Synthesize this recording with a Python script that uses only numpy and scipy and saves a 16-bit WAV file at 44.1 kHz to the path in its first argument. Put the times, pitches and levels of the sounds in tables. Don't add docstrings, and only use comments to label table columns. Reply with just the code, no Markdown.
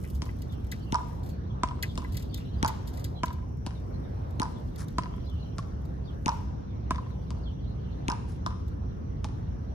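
import sys
import numpy as np
from scipy import signal
from scipy.fft import rfft, irfft, next_fast_len
from scipy.io import wavfile
from scipy.ndimage import uniform_filter1d, map_coordinates

SR = 44100
rng = np.random.default_rng(int(sys.argv[2]) if len(sys.argv) > 2 else 0)


def transcribe(signal):
    frames = np.atleast_2d(signal).T
    limited = np.clip(frames, -1, 1)
    pcm = np.round(limited * 32767).astype(np.int16)
    wavfile.write(sys.argv[1], SR, pcm)


def undo_db(level):
    steps = np.asarray(level, float) / 20
    return 10 ** steps


N = 429534


def unit(x):
    return x / np.sqrt(np.mean(x ** 2) + 1e-20)


def along(points, hz):
    f, v = np.transpose(points)
    return np.interp(np.log(hz + 1), np.log(f + 1), v)


def curve(rows):
    return np.interp(np.arange(N) / SR, *np.transpose(rows))


def wobble(rate_hz):
    knots = rng.standard_normal(int(N * rate_hz / SR) + 4)
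    return map_coordinates(knots, [np.arange(N) * rate_hz / SR])


def held_noise(count, hold):
    return np.repeat(rng.standard_normal(count // hold + 1), hold)[:count]


def filtered(x, response):
    m = next_fast_len(x.shape[-1] + 8192)
    spectrum = rfft(x, m) * response(np.fft.rfftfreq(m, 1 / SR))
    return irfft(spectrum, m)[..., :x.shape[-1]]


def add(track, start_s, sound):
    start = round(start_s * SR)
    track[..., start:start + sound.shape[-1]] += sound


def rush(spectrum, alike, patchy_db):
    z = signal.stft(rng.standard_normal((2, N)), nperseg=512)[2]
    field = uniform_filter1d(rng.standard_normal(z.shape[1:]), size=6, axis=0)
    field = uniform_filter1d(field, size=14, axis=1)
    pair = signal.istft(z * undo_db(patchy_db * unit(field)), nperseg=512)[1][:, :N]

    def mid_side_gain(hz):
        turn = np.arccos(np.clip(along(alike, hz), -1, 1)) / 2
        return undo_db(along(spectrum, hz)) * [np.cos(turn), np.sin(turn)]

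    mid, side = filtered(pair, mid_side_gain)
    return unit(np.array([mid + side, mid - side]))


def reverb(x, decays):
    hz, t, z = signal.stft(rng.standard_normal((2, SR // 2)), SR, nperseg=256)
    decay = undo_db(-60 * t / along(decays, hz)[:, None])
    tail = signal.istft(z * decay, SR, nperseg=256)[1]
    return signal.fftconvolve(x[None], tail / np.linalg.norm(tail[0]), axes=1)


def ports(x, left_over_right_db, left_lead_rad, left_lag_ms=0):
    def half(hz):
        phase = np.interp(hz, *np.transpose(left_lead_rad)) - 2 * np.pi * hz * left_lag_ms / 1000
        return undo_db(along(left_over_right_db, hz) / 2) * np.exp(0.5j * phase)

    return filtered(x, lambda hz: np.array([half(hz), 1 / half(hz)]))


# ring multiple [ratio], level_db (before random spread), t60_s (before damping)
BALL_MODES = [(0.86, -16, 0.017), (0.999, 1.5, 0.025), (1.09, -9.5, 0.018), (1.19, -7.5, 0.017),
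              (1.35, -19, 0.028), (1.579, -19, 0.033), (2.101, -38, 0.0033)]
# freq_hz, density_db (per Hz)
CRACK_SPECTRUM = [(880, -21), (1500, -5.5), (2600, -10), (3890, -14), (5560, -13), (7720, -21),
                  (9820, -19.5), (11200, -27.5), (15000, -50)]


def knock(crack_db, crack_hz, ring_db, ring_hz, rebound_db, squashed, contact_s, scuff_db, crack_s, lift_db):
    t = np.arange(SR // 16) / SR

    def ring(start_s, hz, rise_s, damping):
        u = np.clip(t - start_s, 0, None)
        choke = np.exp(-(u / 0.011) ** 2)
        modes = 0
        for ratio, level_db, t60_s in BALL_MODES:
            decay = undo_db(level_db + rng.normal(0, 2.3) - 60 * damping * u / t60_s)
            modes = modes + decay * np.sin(2 * np.pi * ratio * hz * u)
        return choke * (1 - np.exp(-u / rise_s)) * modes

    def colour(hz):
        peak = 1 + 0.68 / (1 + ((hz - crack_hz) / 900) ** 2)
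        low_cut = 1 + (0.44 * crack_hz / (hz + 1)) ** 4
        return undo_db(along(CRACK_SPECTRUM, hz)) * peak / low_cut

    def spike(at_s):
        return undo_db(-60 * np.where(t < at_s, (at_s - t) / 0.006, (t - at_s) / crack_s))

    first = ring(0.001244, squashed * ring_hz, 0.001, damping=1.93)
    rebound = undo_db(rebound_db) * ring(contact_s, 0.993 * ring_hz, 0.0042, damping=0.64)
    snap = unit(filtered(rng.standard_normal(len(t)), colour))
    touch_s = 0.0013
    fast = spike(touch_s) + undo_db(lift_db) * spike(touch_s + contact_s)
    scuff = undo_db(scuff_db - 60 * t / 0.091) * (t > 0.0012)
    return undo_db(crack_db) * snap * (fast + scuff) + undo_db(ring_db) * (first + rebound)


def struck(crack_db, ring_db, ring_hz, rebound_db, squashed, echo_db, surface, walls, detours_m):
    sound_m_per_s, dulling_hz_s = 343, 278
    t = np.arange(SR // 16) / SR
    late = t - surface["contact_s"]
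    thud = np.exp(-np.abs(late) / 0.0015) * np.cos(2 * np.pi * 210 * late) * (1 - np.exp(-t / 0.0017))
    boards = undo_db(-60 * t / 0.03) * (1 - np.exp(-t / 0.0021)) * np.sin(2 * np.pi * 655 * t)
    touch = squashed, surface["contact_s"], surface["scuff_db"], surface["crack_s"], surface["lift_db"]
    sound, echoes = np.zeros((2, SR // 3))
    add(sound, 0, undo_db(crack_db + surface["thud_db"]) * thud)
    add(sound, 0, undo_db(ring_db + surface["boards_db"]) * boards)
    add(sound, 0, knock(crack_db, surface["crack_hz"], ring_db, ring_hz, rebound_db, *touch))
    for wall, detour_m in zip(walls, detours_m):
        delay_s, crack_over_db, crack_hz, ring_over_db, pitch, wall_rebound_db = wall
        echo_hz = pitch * ring_hz * rng.normal(1, 0.016)
        echo_ring_db = ring_db + ring_over_db + echo_db
        echo = knock(crack_db + crack_over_db, crack_hz, echo_ring_db, echo_hz, wall_rebound_db, *touch)
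        dull = filtered(echo, lambda hz: 1 / np.sqrt(1 + (hz * delay_s / dulling_hz_s) ** 4))
        add(echoes, delay_s + detour_m / sound_m_per_s, dull)
    return sound, echoes


# start_s, crack_db, ring_db, ring_hz, player's step across_m, step back_m
STROKES = [(0.923, -22.5, -29.5, 934, -0.22, 0.3), (2.6274, -19.5, -27, 910, 0.26, 1.5),
           (4.3977, -23, -31.5, 922, -0.049, -1.5), (6.2594, -21.5, -27, 914, -.3, -1),
           (8.082, -23, -31, 952, 0.79, -2.5)]
# start_s, crack_db, ring_db, ring_hz, place_m along the wall
WALL_HITS = [(1.6336, -23.5, -10, 1023, 0.58), (3.233, -25, -11, 1018, -1), (4.9829, -24, -12, 1028, .03),
             (6.9073, -24.5, -12, 1046, -0.082)]
# start_s, crack_db, ring_db, ring_hz, rebound_db (over first ring),
# squashed pitch [ratio], echo_db (ring in echoes), left_lag_ms
BOUNCES = [(0.219, -32.5, -28, 970, -3, 1.06, 0.5, 0.029), (1.9545, -43, -45, 786, -1, 1.2, -3, 0.029),
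           (1.976, -31, -20.5, 1004, -4, 1.09, -1.5, 0.15), (3.6637, -33, -24, 1004, -0.5, 0.79, -2, -0.13),
           (5.5826, -35, -26.5, 1125, 2.5, 1.2, -7, -0.11),
           (7.3046, -41.5, -33.5, 1000, 1, 1.1, .1, -0.076), (8.462, -33, -17, 1014, 1, 1.11, -1.5, 0.16),
           (9.2433, -35, -25, 870, -1, 1.26, -6, -0.088)]
SIDE_WALLS = [(0.0198, -6, 5220, 14, 1.045, 7.5), (0.033, -8.5, 5200, 3, 1.013, 9.5)]
# delay_s, crack_over_db, crack_hz, ring_over_db, pitch, rebound_db
END_WALLS = [(.0105, -30, 2900, -5, 1.07, 8.5), (.046, -30, 2900, -3, 0.955, 3),
             (.077, -32, 2900, -3.5, 1.04, 4), (.061, -20.5, 2900, 3, 1.017, 0.81),
             (.108, -31, 3750, -12, 1.3, -1.5), (.164, -41, 4500, -14.5, 1.02, 2)]
# delay_s, crack_over_db, crack_hz, ring_over_db, pitch, rebound_db
FLUTTER_WALLS = [(0.0391, -18.5, 3400, -21.5, 0.996, 5.1), (0.0512, -13.5, 3400, -23, 0.96, 2.9),
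                 (0.0744, -16.5, 2300, -16.5, 0.986, 3.3), (0.118, -27, 3000, -30, 0.91, 1.8),
                 (.155, -20, 2500, -26.5, .99, 1.5), (.197, -19, 2500, -31, 1.035, 1.3),
                 (.237, -32, 2500, -36, 0.96, 1.5)]
# delay_s, crack_over_db, crack_hz, ring_over_db, pitch, rebound_db
LOW_WALLS = [(.0185, -24.5, 2730, -12, 0.99, .3), (.043, -14.5, 2950, -10, 1.04, 1.3),
             (.063, -23.5, 2500, -13, 1.01, -.3)]
# freq_hz, t60_s
COURT_DECAY = [(300, 0.89), (1000, 0.71), (3000, 0.78), (7000, 0.82), (14000, 0.22)]
# freq_hz, left_over_right_db
BALL_SIDE = [(60, 0.5), (130, -7.5), (290, 14.5), (640, -1.5), (1000, -3), (1900, 5.5), (3700, 3.5),
             (5500, 11.5), (7700, 10.5), (10000, -3), (15000, -2.5)]
# freq_hz, left_lead_rad
BALL_LEAD = [(0, -0.5), (300, -0.5), (700, -1), (1100, -0.3), (1600, -0.48), (2500, -1.34), (5500, -2.5),
             (12000, -8)]
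STRINGS = dict(crack_hz=2500, crack_s=0.0022, contact_s=0.00601, scuff_db=-22, lift_db=-44,
               thud_db=5.5, boards_db=-13, wet_db=-13.5)
BOARDS = dict(crack_hz=2900, crack_s=0.0034, contact_s=0.00422, scuff_db=-17.5, lift_db=-25.5,
              thud_db=5.5, boards_db=-8, wet_db=-15.5)
GROUND = dict(crack_hz=4300, crack_s=0.004, contact_s=0.00695, scuff_db=-14, lift_db=-18,
              thud_db=7, boards_db=-8.5, wet_db=-12.5)


def ball():
    strings_rebound_db, boards_rebound_db = 15, 0.5
    squashed = 1.035
    player_lag_ms, wall_lag_ms, echo_lag_ms = 0.24, 0.028, 0.1
    direct, tails, knocks = np.zeros((2, N + SR)), np.zeros((2, N + SR)), []
    for start_s, *hit, across_m, back_m in STROKES:
        detours_m = [-across_m, across_m] + [back_m] * len(END_WALLS)
        pair = struck(*hit, strings_rebound_db, squashed, 0, STRINGS, SIDE_WALLS + END_WALLS, detours_m)
        knocks.append((start_s, STRINGS, player_lag_ms, pair))
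    for start_s, *hit, place_m in WALL_HITS:
        detours_m = [place_m] * len(FLUTTER_WALLS)
        pair = struck(*hit, boards_rebound_db, squashed, 0, BOARDS, FLUTTER_WALLS, detours_m)
        knocks.append((start_s, BOARDS, wall_lag_ms, pair))
    for start_s, *hit, lag_ms in BOUNCES:
        pair = struck(*hit, GROUND, LOW_WALLS, np.zeros(len(LOW_WALLS)))
        knocks.append((start_s, GROUND, lag_ms, pair))
    for start_s, surface, lag_ms, (sound, echoes) in knocks:
        add(direct, start_s, ports(sound, BALL_SIDE, BALL_LEAD, lag_ms))
        add(direct, start_s, ports(echoes, BALL_SIDE, BALL_LEAD, echo_lag_ms))
        add(tails, start_s + 0.014, undo_db(surface["wet_db"]) * reverb(sound + echoes, COURT_DECAY))
    return (direct + undo_db([[1.5], [-1.5]]) * tails)[:, :N]


# start_s, length_s, level_db (before envelope)
SCUFFS = [(4.777, 0.083, -45.5), (8.272, 0.11, -58.5)]
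# freq_hz, density_db (per Hz)
SOLE_SPECTRUM = [(590, -42), (1000, -5), (1670, 1.5), (2600, -13.5), (4120, -9.5), (5600, -5.5),
                 (8000, -12.5), (10500, -5), (13000, -19), (15000, -29)]


def shoes():
    track = np.zeros(N + SR)
    for start_s, length_s, level_db in SCUFFS:
        u = np.arange(round(length_s * SR)) / (length_s * SR)
        grit = undo_db(3.4 * held_noise(len(u), 40)) * rng.standard_normal(len(u))
        noise = unit(filtered(grit, lambda hz: undo_db(along(SOLE_SPECTRUM, hz))))
        envelope = (1 - np.exp(-u / 0.14)) * (1 - u) ** 0.99
        add(track, start_s, undo_db(level_db) * noise * envelope)
    return ports(track[:N], BALL_SIDE, BALL_LEAD, left_lag_ms=-0.082)


# start_s, level_db (before envelope), t60_s, tray_over_db
SCRATCHES = [(0.0347, -55.5, 0.067, 8.5), (0.086, -61, .015, -20), (0.0912, -60, .015, -22),
             (0.102, -51.5, 0.016, -20), (0.1075, -58, .015, -22), (0.1495, -53, .09, -24),
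             (0.2522, -49.5, .03, -10), (0.283, -66, 0.033, 21), (0.386, -60, 0.044, -19),
             (0.3955, -60, .015, -22), (0.4181, -41, .022, -14), (0.513, -59, .015, -22),
             (0.5203, -55.5, 0.088, -4), (0.647, -58, .012, -19), (0.667, -58, .04, -7),
             (0.7145, -33, 0.041, -2.5), (1.23, -57.5, 0.17, -18), (1.2594, -54, .1, -8),
             (1.288, -54.5, 0.15, -12), (1.8243, -28, 0.041, -1.5), (2.04, -53, 0.024, 10),
             (2.1196, -53, .16, -14), (2.13, -53, .03, -20), (2.1414, -49, .1, -2),
             (2.168, -32, 0.035, -19), (2.192, -52, 0.11, -5), (2.2223, -48.5, .055, -13),
             (2.342, -32, 0.018, -27), (2.372, -50.5, .11, 0), (2.676, -29.5, .039, -13.5),
             (2.8715, -46.5, 0.099, -12), (2.9315, -55, 0.21, -8), (2.971, -44.5, .044, -8),
             (2.9927, -51.5, 0.098, -6), (3.041, -35, 0.041, -14), (3.255, -35, 0.017, -13),
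             (3.3258, -52, .06, -18), (4.306, -56, 0.023, -16), (4.758, -43.5, 0.016, -14),
             (4.8808, -43, 0.02, -27), (5.297, -55, .015, -19), (5.851, -58, .05, -13),
             (8.679, -56.5, 0.04, -24)]
# freq_hz, density_db (per Hz)
CLAW_SPECTRUM = [(1410, -35), (2400, -15), (2730, -9), (3560, -2.5), (4900, -1.5), (5530, -5),
                 (10000, -6.5), (13200, -3), (15500, -16), (16400, -27)]
# freq_hz, level_db (before random spread), t60_s
TRAY_MODES = [(1630, 0, 0.035), (2006, 2.5, 0.051), (4100, -19, 0.022), (5200, -11, 0.02)]
# freq_hz, left_over_right_db
CLAW_SIDE = [(1000, 11), (2000, 1.5), (4000, 9), (7000, 1.5), (10500, -8), (13500, 1.5)]
# freq_hz, left_lead_rad
CLAW_LEAD = [(0, 1.5), (2500, 2), (3700, 0.4), (7700, -7.5), (14000, -14)]


def scratches():
    tray_lag_s = 0.0056
    claws, t = np.zeros(N + SR), np.arange(SR // 5) / SR
    for start_s, level_db, t60_s, tray_over_db in SCRATCHES:
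        grit = undo_db(2.5 * held_noise(len(t), 30))
        noise = grit * rng.standard_normal(len(t))
        noise = unit(filtered(noise, lambda hz: undo_db(along(CLAW_SPECTRUM, hz))))
        dull = filtered(noise, lambda hz: 1 / np.sqrt(1 + (hz / 5500) ** 4))
        burst = noise * (undo_db(-60 * t / t60_s) + 3.0 * undo_db(-60 * t / 0.012))
        burst = burst + dull * undo_db(-18.5 - 60 * t / 0.42)
        scrape = grit * rng.standard_normal(len(t))
        scrape = filtered(scrape, lambda hz: 1 / (1 + ((hz - 2100) / 700) ** 4))
        tray = 0.67 * unit(scrape) * undo_db(-60 * t / (2.1 * t60_s))
        for mode_hz, mode_db, mode_t60_s in TRAY_MODES:
            decay = undo_db(mode_db + rng.normal(0, 1.8) - 60 * t / mode_t60_s)
            tray = tray + decay * np.sin(2 * np.pi * mode_hz * t)
        add(claws, start_s, (1 - np.exp(-(t / 0.0034) ** 2)) * undo_db(level_db) * burst)
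        tray_rise = 1 - np.exp(-(t / 0.0026) ** 2)
        add(claws, start_s + tray_lag_s, tray_rise * undo_db(level_db + tray_over_db) * tray)
    tail = reverb(claws, [(3000, 0.19), (14000, 0.074)])[:, :N]
    return ports(claws[:N], CLAW_SIDE, CLAW_LEAD) + undo_db(-27.0) * tail


# time_s, level_db
RUSTLE_LEVEL = [(0.0, -60), (0.51, -76.5), (1.16, -69), (1.33, -94), (1.57, -90), (2.03, -71), (2.49, -80),
                (2.9, -73), (3.33, -81), (4.31, -77.5), (4.88, -75.5), (6.13, -83), (6.32, -68),
                (6.67, -101), (7.16, -79), (7.51, -88), (8.17, -85.5), (9.74, -89)]
# freq_hz, density_db (per Hz)
RUSTLE_SPECTRUM = [(1760, -45), (3000, 0.5), (4430, -18), (5220, -6), (6460, -6.5), (12700, -4.5),
                   (14300, -5), (15000, -27), (15600, -90)]


def rustle():
    t = np.arange(600) / SR
    impulses = (rng.random(N) < 400 / SR) * rng.exponential(0.98, N)
    ticks = np.convolve(impulses, undo_db(-60 * t / 0.006))[:N]
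    clumps = undo_db(2.2 * wobble(40) + 3 * wobble(600)) * (1 + 1.4 * ticks)
    noise = rush(RUSTLE_SPECTRUM, [(3000, 0.77), (14000, 0.43)], patchy_db=1.0)
    return undo_db(curve(RUSTLE_LEVEL)) * unit(clumps * noise)


def whistle(length_s, start_hz, end_hz, level_db, unsteady):
    t = np.arange(round(length_s * SR)) / SR
    flutter = 1 + unsteady * held_noise(len(t), 90)
    phase = 2 * np.pi * np.cumsum(flutter * np.linspace(start_hz, end_hz, len(t))) / SR
    return undo_db(level_db) * np.sin(np.pi * t / length_s) * np.sin(phase)


# time_s, level_db (before mix gains)
BIRD_LEVEL = [(0, -89), (.7, -69.5), (1.3, -73.5), (1.7, -72), (2.5, -59.5), (3.5, -94), (4.6, -72),
              (5.5, -67), (5.8, -76), (6.6, -75), (7.1, -68.5), (8, -69), (8.6, -73.5), (9.74, -75)]
# start_s, length_s, start_hz, end_hz, level_db (before mix gains)
BIRD_NOTES = [(0.487, 0.03, 3880, 3270, -63), (0.511, 0.045, 3600, 2700, -62.5),
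              (0.56, 0.058, 3100, 3510, -72), (0.795, .03, 3220, 2930, -64),
              (0.816, 0.027, 4600, 4300, -65), (0.852, 0.061, 3060, 2650, -63),
              (1.283, 0.07, 4480, 4300, -69), (1.493, 0.032, 3600, 3090, -65),
              (1.882, 0.035, 3630, 3170, -55), (2.29, 0.022, 4760, 4400, -62),
              (2.323, 0.042, 3490, 3590, -52.5), (3.146, 0.073, 3470, 2940, -62),
              (3.143, 0.066, 3920, 4230, -62.5), (3.74, 0.046, 4290, 3290, -66),
              (3.916, 0.055, 4370, 4150, -68.5), (4.025, 0.045, 3920, 3380, -70),
              (4.55, 0.037, 3520, 3360, -66), (5.12, 0.033, 3370, 3090, -63), (5.19, .03, 3200, 3050, -69),
              (5.242, .025, 4750, 4950, -65), (5.262, 0.021, 4030, 4170, -62),
              (5.279, 0.03, 3490, 3280, -61), (5.295, .05, 2960, 3080, -64), (5.35, .1, 2880, 3010, -66),
              (5.4, .015, 4350, 4150, -64), (5.421, 0.017, 4470, 3720, -60), (5.44, .04, 3200, 2950, -64),
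              (5.492, .07, 2950, 3150, -70), (6.037, 0.037, 4740, 4570, -66),
              (6.062, 0.049, 3900, 2860, -62), (6.686, 0.038, 3680, 3420, -69),
              (7.425, 0.03, 4760, 3940, -64), (7.45, 0.046, 3600, 2850, -57), (7.51, .025, 3400, 3280, -68),
              (7.578, .025, 3250, 3380, -71), (7.618, 0.048, 3450, 2970, -71),
              (7.668, .02, 4300, 4100, -66), (7.699, .02, 4300, 3900, -67), (7.836, 0.026, 3290, 2900, -64)]


def birds(count=1300):
    far, near = np.zeros(N + SR), np.zeros(N + SR)
    for when, long, pitch, fall, size in rng.random((count, 5)):
        start_hz = 2900 + 1900 * pitch ** 1.8
        end_hz = start_hz * (1.04 - 0.2 * fall)
        note = whistle(0.012 + 0.025 * long, start_hz, end_hz, 6 * size, unsteady=0.055)
        add(far, when * N / SR, note)
    for start_s, *note in BIRD_NOTES:
        add(near, start_s, whistle(*note, unsteady=0.03))
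    far, near = undo_db(curve(BIRD_LEVEL)) * unit(far[:N]), near[:N]
    clear = undo_db(-12) * far + undo_db(5) * near
    smeared = reverb(far + undo_db(6.0) * near, [(3000, 0.15)])[:, :N]
    return clear * [[1], [-0.6]] + smeared


# time_s, level_db (mean of channels)
TRAFFIC_LEVEL = [(0, -34), (3.3, -34), (5.5, -34), (8, -33), (9.74, -33.5)]
# freq_hz, density_db (per Hz)
RUMBLE_SPECTRUM = [(12, -80), (20, -23), (27, -24), (30, -34.5), (39, -11.5), (65, 1), (145, -8),
                   (206, -13), (248, -18), (284, -24), (500, -25.5), (650, -52), (1100, -120)]
# freq_hz, correlation [-1..1]
ALIKE = [(60, 0.98), (120, 0.9), (240, 0.61), (480, -0.44), (950, -0.53), (1890, -0.07), (3770, 0.36),
         (7520, -0.64), (15000, 0.43)]


def traffic():
    level_db = curve(TRAFFIC_LEVEL) + np.array([[-0.3], [0.3]])
    return undo_db(level_db) * rush(RUMBLE_SPECTRUM, ALIKE, patchy_db=0.5)


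# freq_hz, density_db (per Hz)
ROAD_SPECTRUM = [(150, -25.5), (250, -2), (420, -11), (580, -11.5), (1010, -17), (1640, -27), (2840, -39),
                 (5000, -44), (6500, -51.5), (7500, -56), (14000, -60), (15000, -93.5), (15600, -130)]


def road():
    return undo_db(-47.5 + 1.45 * wobble(1.995)) * rush(ROAD_SPECTRUM, ALIKE, patchy_db=2.0)


# freq_hz, density_db (per Hz)
INSECT_SPECTRUM = [(4800, -27), (5400, 1.5), (5800, 2.5), (6200, -1), (6700, -26.5)]


def insects():
    return undo_db(-73.5 + 1.5 * wobble(1.56)) * rush(INSECT_SPECTRUM, ALIKE, patchy_db=-2.0)


def scene():
    rodent = scratches() + rustle()
    background = traffic() + road() + insects()
    return ball() + shoes() + rodent + birds() + background


def band_limit(x):
    return signal.sosfilt(signal.butter(12, 16510, fs=SR, output="sos"), x)


def record(dry):
    return band_limit(dry)


dry = scene()
out = record(dry)
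transcribe(out)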